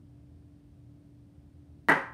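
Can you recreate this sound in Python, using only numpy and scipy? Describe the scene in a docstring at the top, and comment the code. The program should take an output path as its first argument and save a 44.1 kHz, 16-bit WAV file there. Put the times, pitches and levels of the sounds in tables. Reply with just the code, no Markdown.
"""Ventilation rumbles and hums in a quiet classroom, as low noise and unsteady tones, under faint hiss.
A film canister stands on a table until the gas of a fizzing tablet blows its lid off: filtered impulses
make the lid's bright crack over the rim, the gas's one hollow pop and a thin tick just after.
Table, board and walls throw the pop back before the room rings out as decaying noise and damped sines.
The microphone adds the hiss and a small treble resonance."""
import sys
import numpy as np
from scipy import signal
from scipy.fft import rfft, irfft, next_fast_len
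from scipy.io import wavfile
from scipy.ndimage import map_coordinates

SR = 44100
rng = np.random.default_rng(int(sys.argv[2]) if len(sys.argv) > 2 else 0)


def dump_mix(stems):
    """Bounce the given channels to the path in sys.argv[1] as a 16-bit WAV at rate SR."""
    frames = np.atleast_2d(stems).T  # one column per channel
    limited = np.clip(frames, -1, 1)  # hard clip at full scale
    pcm = np.round(limited * 32767).astype(np.int16)
    wavfile.write(sys.argv[1], SR, pcm)


N = 94197


def amp(db):
    """Decibels to gain."""
    return 10 ** (np.asarray(db) / 20)


def unit(x):
    """Scale to rms 1."""
    return x / np.sqrt(np.mean(x ** 2) + 1e-20)


def along(points, hz):
    """Interpolate (Hz, value) points on a log-frequency axis."""
    point_hz, value = np.transpose(points)
    return np.interp(np.log(hz + 1), np.log(point_hz + 1), value)


def filtered(x, response):
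    """Multiply the spectrum of x by a response of frequency, padded against wrap-around."""
    size = 2 * next_fast_len(N)
    spectrum = rfft(x, size) * response(np.fft.rfftfreq(size, 1 / SR))
    return irfft(spectrum, size)[:N]


def causal(db):
    """Minimum-phase response with these levels: it never rings ahead of its cause."""
    cepstrum = irfft(db * np.log(10) / 20)
    half = len(cepstrum) // 2
    cepstrum[1:half] *= 2
    cepstrum[half + 1:] = 0
    return np.exp(rfft(cepstrum))


def delayed(x, delay_s):
    """Shift x later, cut to the scene's length."""
    return np.pad(x, (max(round(delay_s * SR), 0), 0))[:N]


def noise(spectrum):
    """Coloured noise of rms 1."""
    return unit(filtered(rng.standard_normal(N), lambda hz: amp(along(spectrum, hz))))


def wobble(knots_per_s):
    """Smooth random curve through random knots."""
    knots = rng.standard_normal(int(N * knots_per_s / SR) + 4)
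    return map_coordinates(knots, [np.arange(N) * knots_per_s / SR])


# Ventilation rumble. Each row: frequency in Hz, relative density in dB per Hz.
RUMBLE = [(25, -38.5), (36, -32), (55, -4), (64, -9), (80, 1), (100, -7.5), (155, -4.5), (185, -12),
          (260, -15.5), (330, -16.5), (460, -28.5), (600, -26.5), (1000, -39.5), (2500, -58), (8000, -86)]
RUMBLE_DB = -56
# Fan and mains tones. Each row: frequency in Hz, level in dB rms, unsteadiness from 0 to 1.
HUM = [(81, -62.5, .7), (120.9, -60.5, 0.4), (289.6, -61.5, 0.1)]


def ventilation():
    """Low air noise plus tones whose amplitude and phase wander at random."""
    t = np.arange(N) / SR
    air = amp(RUMBLE_DB) * noise(RUMBLE)
    for hz, db, unsteady in HUM:
        swing = 1 + unsteady * (wobble(6.87) + 1j * wobble(21))
        carrier = np.exp(2j * np.pi * (hz * t + rng.random()))
        air = air + amp(db) * unit(np.real(swing * carrier))
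    return air


# Early echoes from board, table, ceiling and walls. Each row: delay in seconds, level in dB.
ECHOES = [(.0043, -2), (.0095, 0), (.0126, -2), (0.0157, -5), (0.0186, -1.5), (0.0293, -3.5), (.0338, -4.5),
          (0.0369, -1)]


def echoes(x):
    """Single returns from the nearest surfaces."""
    return sum(amp(db) * delayed(x, delay_s) for delay_s, db in ECHOES)


# Decay of the room's ring. Each row: frequency in Hz, t60 in seconds.
ROOM_T60 = [(130, 0.36), (330, 0.35), (650, 0.3742), (1050, 0.51), (1900, 0.42), (2800, 0.38), (5200, .40),
            (9000, 0.36), (14000, 0.27)]
# Colour of the room's ring. Each row: frequency in Hz, relative level in dB.
ROOM_COLOUR = [(150, -0.13), (400, -0.13), (750, -0.31), (1050, -1.5), (1400, -1.5), (2000, 1),
               (3000, 0.23), (6000, 0.076), (14000, 0)]
ROOM_RISE_S = 0.0047


def room(x):
    """Diffuse ring: noise that builds up, then dies at its own speed at each frequency."""
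    hz, t, grains = signal.stft(rng.standard_normal(SR), SR, nperseg=256)
    colour_db = along(ROOM_COLOUR, hz)[:, None]
    decay_db = 60 * t / along(ROOM_T60, hz)[:, None]
    rise = 1 - np.exp(-t / ROOM_RISE_S)
    tail = signal.istft(grains * amp(colour_db - decay_db) * rise, SR, nperseg=256)[1]
    return signal.fftconvolve(x, tail / np.linalg.norm(tail))[:N]


def ring(modes, rise_s):
    """Damped sines at random phase that swell in."""
    t = np.arange(N) / SR
    x = np.zeros(N)
    for hz, db, t60_s in modes:
        decay = np.exp(-np.log(1000) * t / t60_s)
        x += amp(db) * decay * np.sin(2 * np.pi * (hz * t + rng.random()))
    return x * (1 - np.exp(-t / rise_s))


def burst(spectrum, resonances=()):
    """One sharp push, an impulse through a colour and its resonances, at energy 1."""
    def response(f):
        lift_db = sum(db / (1 + (2 * (f - hz) / width_hz) ** 2) for hz, width_hz, db in resonances)
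        return causal(along(spectrum, f) + lift_db)

    x = filtered(np.ones(1), response)
    return x / np.linalg.norm(x)


SCRAPE_T60_S, SCRAPE_SHARE = 0.0066, .35  # share of energy, 0-1


def scraped(x):
    """The lid's edge drags briefly on contact: decaying noise roughens the click."""
    t = np.arange(SR // 10) / SR
    drag = rng.standard_normal(len(t)) * np.exp(-np.log(1000) * t / SCRAPE_T60_S)
    rough = signal.fftconvolve(x, drag / np.linalg.norm(drag))[:N]
    return np.sqrt(1 - SCRAPE_SHARE) * x + np.sqrt(SCRAPE_SHARE) * rough


# Colour of the tick. Each row: frequency in Hz, relative level in dB.
TAP = [(2000, 3), (5000, -6.5), (9000, -4.5), (14000, -3), (15600, -4)]
# Ring of the plastic. Each row: frequency in Hz, level in dB before decay and swell, t60 in seconds.
LID_MODES = [(8820, -43, 0.033), (9120, -41, 0.026)]
TAP_S, TAP_DB, LID_RISE_S = 1.8971, -15, 0.0055


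def lid_tap():
    """A thin scraped tick and a brief ring of the plastic's damped modes."""
    return scraped(amp(TAP_DB) * burst(TAP)) + ring(LID_MODES, LID_RISE_S)


# Colour of the plastic lid's snap. Each row: frequency in Hz, relative level in dB.
SNAP = [(500, 6.5), (2500, 11), (4200, 0), (5500, -4), (6600, -6), (7400, -12.5), (9000, -10),
        (10000, -11.5), (13500, -14), (15600, -23)]
SNAP_DB, SNAP_ECHO_DB, SNAP_ROOM_DB = -10, -6, 3.5


def lid_snap():
    """The lid jumps the rim with a bright crack, echoed and ringing in the room."""
    snap = amp(SNAP_DB) * burst(SNAP)
    early = amp(SNAP_ECHO_DB) * echoes(scraped(snap))
    return scraped(snap) + early + amp(SNAP_ROOM_DB) * room(snap)


# Colour of the puff of gas. Each row: frequency in Hz, relative level in dB.
PUFF = [(60, -45), (110, -22.5), (160, -5.5), (270, -0.5), (420, -1.5), (700, -3.5), (900, 0.5), (1120, -2),
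        (1450, -1), (1980, 1), (2230, -13), (3150, -22.5), (3650, -41), (8000, -68)]
# Hollow resonances of canister and surroundings. Each row: frequency in Hz, width in Hz, lift in dB.
HOLLOW = [(155, 34, 4), (275, 28, 5), (548.5, 28, 10), (886, 35, 5.5), (1282, 32, 5), (1595, 29, 7.5),
          (1904, 60, 3.5), (2360, 81, 5.5)]
# Room modes that ring on. Each row: frequency in Hz, level in dB before decay and swell, t60 in seconds.
LINGER = [(549, -32.5, 0.34), (1038, -38.5, 0.85), (1950, -35, 0.41)]
POP_S, GAS_LAG_S = 1.8857, .0008  # lid lets go; gas follows
POP_DB, ROOM_DB = 3, 8.5


def gas_pop():
    """One hollow pressure pulse, its echoes and the room's ring."""
    puff = amp(POP_DB) * burst(PUFF, HOLLOW)
    return puff + echoes(puff) + amp(ROOM_DB) * room(puff) + ring(LINGER, ROOM_RISE_S)


def scene():
    """Ventilation, then snap, pop and tick over it."""
    snap = delayed(lid_snap(), POP_S)
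    pop = delayed(gas_pop(), POP_S + GAS_LAG_S)
    tap = delayed(lid_tap(), TAP_S)
    return (ventilation() + tap + snap + pop)[None]


# Microphone hiss. Each row: frequency in Hz, relative density in dB per Hz.
HISS = [(100, -0.5), (1500, 2.5), (3500, -1.5), (5200, -4), (7000, -9), (10000, -11), (13000, -13.5),
        (14350, -8.5), (14800, -19)]
HISS_DB = -80  # rms, ahead of the resonance
MIC_HZ, MIC_HALF_WIDTH_HZ, MIC_DB = 8880, 580, 7.5
TOP_HZ = 15650


def record(dry):
    """The microphone adds hiss and a treble resonance; nothing is kept above the band limit."""
    def resonance(hz):
        return causal(MIC_DB / (1 + ((hz - MIC_HZ) / MIC_HALF_WIDTH_HZ) ** 2))

    heard = filtered(dry[0] + amp(HISS_DB) * noise(HISS), resonance)
    return filtered(heard, lambda hz: hz < TOP_HZ)[None]


dry = scene()
out = record(dry)
dump_mix(out)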